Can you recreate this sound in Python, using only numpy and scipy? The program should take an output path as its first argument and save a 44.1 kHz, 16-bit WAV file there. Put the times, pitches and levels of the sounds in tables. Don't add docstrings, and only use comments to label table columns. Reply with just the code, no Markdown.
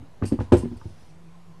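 import sys
import numpy as np
from scipy import signal
from scipy.fft import rfft, irfft
from scipy.io import wavfile
from scipy.ndimage import uniform_filter1d

SR = 44100
rng = np.random.default_rng(int(sys.argv[2]) if len(sys.argv) > 2 else 0)


def convert_level_to_amplitude(level_db):
    exponent = np.asarray(level_db, float) / 20
    return 10 ** exponent


def pcm_store(signal):
    levels = np.round(np.clip(np.atleast_2d(signal), -1, 1) * 32767)
    wavfile.write(sys.argv[1], SR, levels.astype(np.int16).T)


N = 70560


def evened(x):
    return x / np.sqrt(np.mean(x ** 2) + 1e-20)


def read(points, hz):
    point_hz, value = np.transpose(points)
    return np.interp(np.log(hz + 1), np.log(point_hz + 1), value)


def add(mix, start_s, sound):
    part = mix[round(start_s * SR):][:len(sound)]
    part += sound[:len(part)]


def coloured(x, points):
    gain = convert_level_to_amplitude(read(points, np.fft.rfftfreq(len(x), 1 / SR)))
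    return evened(irfft(rfft(x) * gain, len(x)))


def resonate(x, hz, width_hz):
    turn = np.exp(2j * np.pi * np.cumsum(hz * np.ones(len(x))) / SR)
    pole = np.exp(-np.pi * width_hz / SR)
    return 2 * (turn * signal.lfilter([1 - pole], [1, -pole], x / turn + 1e-18)).real


def swell(t, level_db, rise_s, t60_s):
    rise = np.minimum(t / max(rise_s, 1e-4), 1)
    return rise * convert_level_to_amplitude(level_db - 60 * np.maximum(t - rise_s, 0) / t60_s)


def air():
    # hz, level_db
    hiss = [(25, -5), (55, -2.5), (115, 3.5), (230, -6), (990, -10.5), (1270, -15.5), (12400, -35),
            (14000, -68)]
    level_db, patch_db = -56, 1.56
    frames, hz = N // 256 + 5, np.fft.rfftfreq(1024, 1 / SR)
    real, imag, patches = rng.standard_normal((frames, 513, 3)).T
    patches = evened(uniform_filter1d(uniform_filter1d(patches, 10, 0), 12, 1))
    z = (real + 1j * imag) * convert_level_to_amplitude(read(hiss, hz)[:, None] + patch_db * patches)
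    return convert_level_to_amplitude(level_db) * evened(signal.istft(z, nperseg=1024, noverlap=768)[1][:N])


def drone():
    # time_s, pitch_hz, level_db, whine_db
    course = [(0, 161.6, -52.5, -93), (.5, 162, -84, -59), (0.951, 155.7, -55, -81),
              (1.07, 161.3, -63.5, -80), (1.125, 159, -51, -80), (1.19, 163.9, -54.5, -82),
              (1.27, 165.8, -47.5, -72), (1.33, 168.6, -54.5, -67), (1.38, 168.7, -51.5, -68.5),
              (1.46, 172, -61.5, -75), (1.508, 166.4, -46, -68), (1.55, 167.6, -57.5, -62),
              (1.6, 167.2, -52, -72)]
    wander_hz, octave_db, whine_order, whine_width_hz = 2.37, -17.5, 6.2, 83.3
    time_s, *controls = np.transpose(course)
    hz, level_db, whine_db = (np.interp(np.arange(N) / SR, time_s, v) for v in controls)
    noise = rng.standard_normal((2, N))
    wander = wander_hz * evened(uniform_filter1d(noise[0], 1500))
    phase = 2 * np.pi * np.cumsum(hz + wander) / SR
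    tone = np.sqrt(2) * (np.sin(phase) + convert_level_to_amplitude(octave_db) * np.sin(2 * phase))
    whine = resonate(noise[1], whine_order * hz, whine_width_hz)
    whine = resonate(whine, whine_order * hz, whine_width_hz)
    return convert_level_to_amplitude(level_db) * tone + convert_level_to_amplitude(whine_db) * evened(whine)


def slide():
    # time_s, rub_db, squeal_hz, squeal_db
    course = [(.6, -100, 8700, -100), (.68, -69, 8700, -90), (0.869, -66, 9380, -79),
              (0.899, -63.5, 9720, -79), (.96, -67, 9800, -73), (1.029, -64.5, 9500, -81),
              (1.069, -70, 8820, -80), (1.10, -68, 8500, -74.5), (1.22, -100, 8200, -100)]
    # hz, width_hz, level_db
    modes = [(4440, 110, -8.5), (2800, 7500, 5.5), (5100, 350, -3.5), (5770, 170, -8), (6080, 580, -19)]
    grip_db, squeal_width_hz = 6.5, 16
    time_s, *controls = np.transpose(course)
    rub_db, squeal_hz, squeal_db = (np.interp(np.arange(N) / SR, time_s, v) for v in controls)
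    noise = rng.standard_normal((len(modes) + 1, N))
    grip = grip_db * evened(uniform_filter1d(uniform_filter1d(noise, 1200, 1), 800, 1))
    rub = np.zeros(N)
    for (hz, width_hz, level_db), catch_db, x in zip(modes, grip, noise[::-1]):
        band = evened(resonate(resonate(x, hz, width_hz), hz, width_hz))
        rub += convert_level_to_amplitude(level_db + catch_db * min(100 / width_hz, 1)) * band
    squeal = evened(resonate(noise[0], squeal_hz, squeal_width_hz))
    return convert_level_to_amplitude(rub_db) * evened(rub) + convert_level_to_amplitude(squeal_db) * squeal


def chirp(length_s, hz, level_db):
    t = np.arange(0, length_s, 1 / SR)
    jitter_rad = 0.018 * np.cumsum(rng.standard_normal(len(t)))
    return convert_level_to_amplitude(level_db) * np.sin(np.pi * t / length_s) ** .5 * np.sin(2 * np.pi * hz * t + jitter_rad)


def fizz(level_db, hold_s, t60_s):
    # hz, level_db
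    pop_spectrum = [(1060, -52), (1800, -35), (2570, -9), (3900, -18), (4550, -4.5), (6390, -8),
                    (6980, -20), (8670, -2.5), (12400, -34), (16100, -51), (22000, -120)]
    # hz, width_hz, level_db
    modes = [(2777, 41, -3), (4670, 99, -3), (5290, 57, -5), (6540, 45, -6.5), (7430, 27, 1.5),
             (7900, 30, -9), (8680, 140, 4.5), (9660, 88, -2), (9600, 44, -14), (11300, 100, -7)]
    ring_db, pops_per_s, pop_db = 0.5, 6500, 0
    t = np.arange(SR // 2) / SR
    size = convert_level_to_amplitude(pop_db * rng.exponential(1, len(t)))
    pops = size * (rng.random(len(t)) < pops_per_s / SR) * rng.standard_normal(len(t))
    rung = sum(convert_level_to_amplitude(db) * evened(resonate(pops, hz, width_hz)) for hz, width_hz, db in modes)
    sound = evened(coloured(pops, pop_spectrum) + convert_level_to_amplitude(ring_db) * evened(rung))
    fall = convert_level_to_amplitude(level_db - 60 * np.maximum(t - hold_s, 0) / t60_s)
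    return np.minimum(t / 0.0012, 1) * fall * sound


def snap(level_db, rise_s, t60_s, tilt_db):
    t = np.arange(SR // 4) / SR
    spectrum = [(900, -30), (1800, 0), (10500, 2.5 * tilt_db), (13000, -50)]  # hz, level_db
    return swell(t, level_db, rise_s, t60_s) * coloured(rng.standard_normal(len(t)), spectrum)


def clack(hz, level_db, rise_s, t60_s):
    t = np.arange(SR // 4) / SR
    return swell(t, level_db, rise_s, t60_s) * -np.sin(2 * np.pi * hz * t)


def ring(modes, t):
    scatter_db, detune = 4.5, 0.016
    hz, level_db, t60_s = np.transpose(modes)[:, :, None]
    luck = rng.standard_normal((2, len(modes), 1))
    fall = convert_level_to_amplitude(level_db + scatter_db * luck[0] - 60 * t / t60_s)
    return (fall * np.sin(2 * np.pi * hz * (1 + detune * luck[1]) * t)).sum(0)


def tap(thud_db, body_db, knock_db, crack_db):
    # hz, level_db, t60_s
    desk_modes = [(66.5, -6.5, 0.14), (92.2, 0.5, 0.13), (141, -21, 0.055)]
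    # hz, level_db, t60_s
    body_modes = [(181, -8.5, 0.061), (210.4, -11, 0.073), (240.2, -3.5, 0.072), (276.6, -2.5, 0.067)]
    # hz, level_db, t60_s
    knock_modes = [(318.6, -1.5, 0.052), (353.2, 0, 0.06), (418, -5.5, 0.025), (460.4, -13.5, 0.052),
                   (585, -12.5, 0.045), (662, -20.5, 0.059), (696, -19.5, 0.033)]
    # hz, level_db, t60_s
    shell_modes = [(634, -2.5, 0.036), (828, -2, 0.037), (959, -2.5, 0.046), (1192, -1.5, 0.015),
                   (1423, -6, 0.027), (1515, -18, 0.07), (1920, -23, .03)]
    # hz, level_db
    crack_spectrum = [(500, 0.5), (900, 4), (1300, -7.5), (2000, -19.5), (3000, -26), (4500, -57),
                      (8000, -46)]
    push_s, crack_rise_s = 0.0025, 0.00094
    burst_db, burst_t60_s, tail_db, tail_t60_s = 3.5, 0.016, -15.5, 0.21
    t = np.arange(SR // 2) / SR
    low = convert_level_to_amplitude(thud_db) * ring(desk_modes, t)
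    low -= convert_level_to_amplitude(body_db) * ring(body_modes, t)
    low -= convert_level_to_amplitude(knock_db) * ring(knock_modes, t)
    fall = convert_level_to_amplitude(-60 * t / burst_t60_s) + convert_level_to_amplitude(tail_db - 60 * t / tail_t60_s)
    burst = fall * coloured(rng.standard_normal(len(t)), crack_spectrum)
    crack = ring(shell_modes, t) + convert_level_to_amplitude(burst_db) * burst
    return (1 - np.exp(-t / push_s)) * low + np.minimum(t / crack_rise_s, 1) * convert_level_to_amplitude(crack_db) * crack


def room(x):
    # hz, t60_s
    decay = [(60, 0.79), (200, 0.19), (450, 0.17), (1000, 0.32), (4000, 0.5), (10000, 0.25)]
    echoes = np.zeros(SR)
    at = np.arange(150, SR - 20, 20)
    echoes[at + rng.integers(0, 20, len(at))] = rng.choice([-1., 1.], len(at))
    hz, t, z = signal.stft(echoes, SR, nperseg=256)
    tail = signal.istft(z * convert_level_to_amplitude(-60 * t / read(decay, hz)[:, None]), SR, nperseg=256)[1]
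    return signal.fftconvolve(x, tail / np.linalg.norm(tail))[:N]


def scene():
    # start_s, length_s, hz, level_db
    chirps = [
        (.274, .006, 2500, -54),
        (.537, .016, 8010, -48),
    ]
    # start_s, level_db, hold_s, t60_s
    squeezes = [
        (0.2523, -46, 0.034, 0.13),
        (0.569, -47, 0.016, 0.21),
        (0.767, -62, 0.0068, 0.054),
    ]
    # start_s, level_db, rise_s, t60_s, tilt_db_per_octave
    snaps = [(.226, -45.5, 0.014, 0.087, -13.5), (.321, -50.5, 0.00068, 0.16, -8),
             (.399, -48, 0.0028, 0.085, -9.5), (.413, -56, 0.0015, 0.27, -5),
             (.521, -34.5, 0.0015, 0.17, -8.5), (.525, -70, 0.00086, 0.081, -8),
             (.64, -56.5, 0.0093, 0.13, -25)]
    # start_s, hz, level_db, rise_s, t60_s
    clacks = [(.002, 66.3, -40.5, 0.0039, 0.11), (.024, 89, -36, 0.0046, 0.051),
              (.2225, 709, -37, 0.0012, 0.038), (.2228, 2050, -45, .0005, 0.024),
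              (.230, 1817, -50, 0.0023, .06), (.2355, 2630, -49, .002, 0.043),
              (.2435, 2160, -50, 0.00039, .025), (.253, 2470, -49, .002, 0.062),
              (.312, 980, -45, 0.0026, .04), (.3212, 575, -27, 0.0012, 0.03),
              (.3295, 215, -23, 0.0013, 0.096), (.3555, 293, -31.5, 0.0014, 0.03),
              (.3888, 903, -30, 0.00066, 0.024), (.3892, 1190, -31.5, 0.00099, 0.016),
              (.409, 478, -30, 0.0031, 0.045), (.410, 1694, -48.5, 0.0015, 0.051),
              (.5215, 700, -27.5, 0.0018, 0.034), (.5225, 815.3, -32, 0.0012, 0.21),
              (.523, 1335, -34.5, 0.00082, 0.08), (.523, 2800, -32.5, 0.00058, 0.029),
              (.5245, 1676, -37, 0.0026, 0.089), (.525, 11300, -59, 0.007, 0.27),
              (.530, 8010, -40, .006, 0.11), (.5335, 401, -8, 0.0022, 0.038),
              (.546, 559, -25.5, 0.001, 0.078), (.55, 353, -29, 0.0025, 0.23),
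              (.536, 497, -24, 0.0019, 0.14), (.565, 1414, -47, .003, .05), (.243, 471, -30, 0.0019, 0.036),
              (.856, 288, -37, 0.0022, 0.055), (.626, 950, -40.5, 0.0052, 0.039),
              (.635, 240, -28, 0.0011, 0.24), (.8138, 960, -41.5, .0005, 0.036),
              (.8142, 1630, -48.5, 0.00041, 0.013), (.814, 1207, -50.5, .0005, 0.058),
              (.5365, 2410, -41, .001, 0.051), (.527, 2350, -61, 0.0011, .04),
              (.523, 4940, -47, 0.00061, 0.032)]
    # start_s, hz, level_db, rise_s, t60_s
    whistles = [(.655, 5750, -79, .02, .3), (.70, 5900, -75, .02, .3), (.83, 5890, -74, .015, .2),
                (.885, 5910, -75, .02, .2), (.908, 4500, -74, .02, .25), (1.015, 5910, -76, .01, .2),
                (1.07, 5920, -77, .015, .25), (.265, 2930, -67, .02, .5)]
    # start_s, thud_db, body_db, knock_db, crack_db
    nudges = [(.002, -40, -38, -65, -61), (.026, -37, -39.5, -57, -84), (0.714, -29.5, -31, -61, -57),
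              (.722, -65, -35, -36.5, -60), (0.759, -39, -69, -62, -59), (0.731, -44, -34.5, -50, -76),
              (0.8141, -35, -57, -60, -46.5), (0.8548, -25.5, -33, -35.5, -66),
              (0.881, -37.5, -45.5, -56, -70), (.904, -48, -45.5, -53, -64), (1.023, -46, -46, -60, -58.5)]
    # start_s, thud_db, body_db, knock_db, crack_db
    taps = [(.216, -43, -37.5, -31, -76), (.2232, -16, -23.5, -27.5, -35), (.233, -47, -24.5, -27.5, -46),
            (.242, -50, -22, -21.5, -46), (.254, -27, -47, -37, -73), (.3155, -56, -32.5, -32, -74),
            (.3215, -27.5, -16.5, -22, -52), (.3305, -44, -15.5, -43, -46), (.340, -50, -37, -25.5, -57),
            (.354, -59, -51, -61, -66), (.3888, -15, -36, -27, -36.5), (.3925, -34, -27, -30, -60),
            (.407, -27.5, -21, -24, -36), (.421, -40, -24.5, -58, -51), (.5205, -21, -11, -12, -22.5),
            (.5245, -12, -8.5, -6.5, -26), (.533, -11, -42, -16, -31.5), (.541, -43, -41, -12, -30),
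            (.549, -46, -17.5, -24, -58), (.5715, -21, -23, -26, -48), (.6345, -27.5, -22.5, -32, -55),
            (.6433, -31, -21.5, -35, -80), (.656, -46, -25, -26, -58)]
    low_cut_hz, room_db = 43.4, -12.5

    desk = slide()
    events = ((chirps, chirp), (squeezes, fizz), (snaps, snap), (clacks, clack), (whistles, clack),
              (nudges, tap), (taps, tap))
    for table, source in events:
        for start_s, *row in table:
            add(desk, start_s, source(*row))
    low_cut = signal.butter(2, low_cut_hz, "high", fs=SR)
    desk = signal.lfilter(*low_cut, signal.lfilter(*low_cut, desk))
    return (desk + convert_level_to_amplitude(room_db) * room(desk) + air() + drone())[None]


def roll_off(x):
    return signal.sosfilt(signal.butter(12, 12520, fs=SR, output="sos"), x)


def record(dry):
    gain, ceiling, offset = 1.078, .76, 0.0053
    loud = gain * dry
    flat = loud / (1 + (loud / ceiling) ** 6) ** (1 / 6)
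    return roll_off(flat + offset)


dry = scene()
out = record(dry)
pcm_store(out)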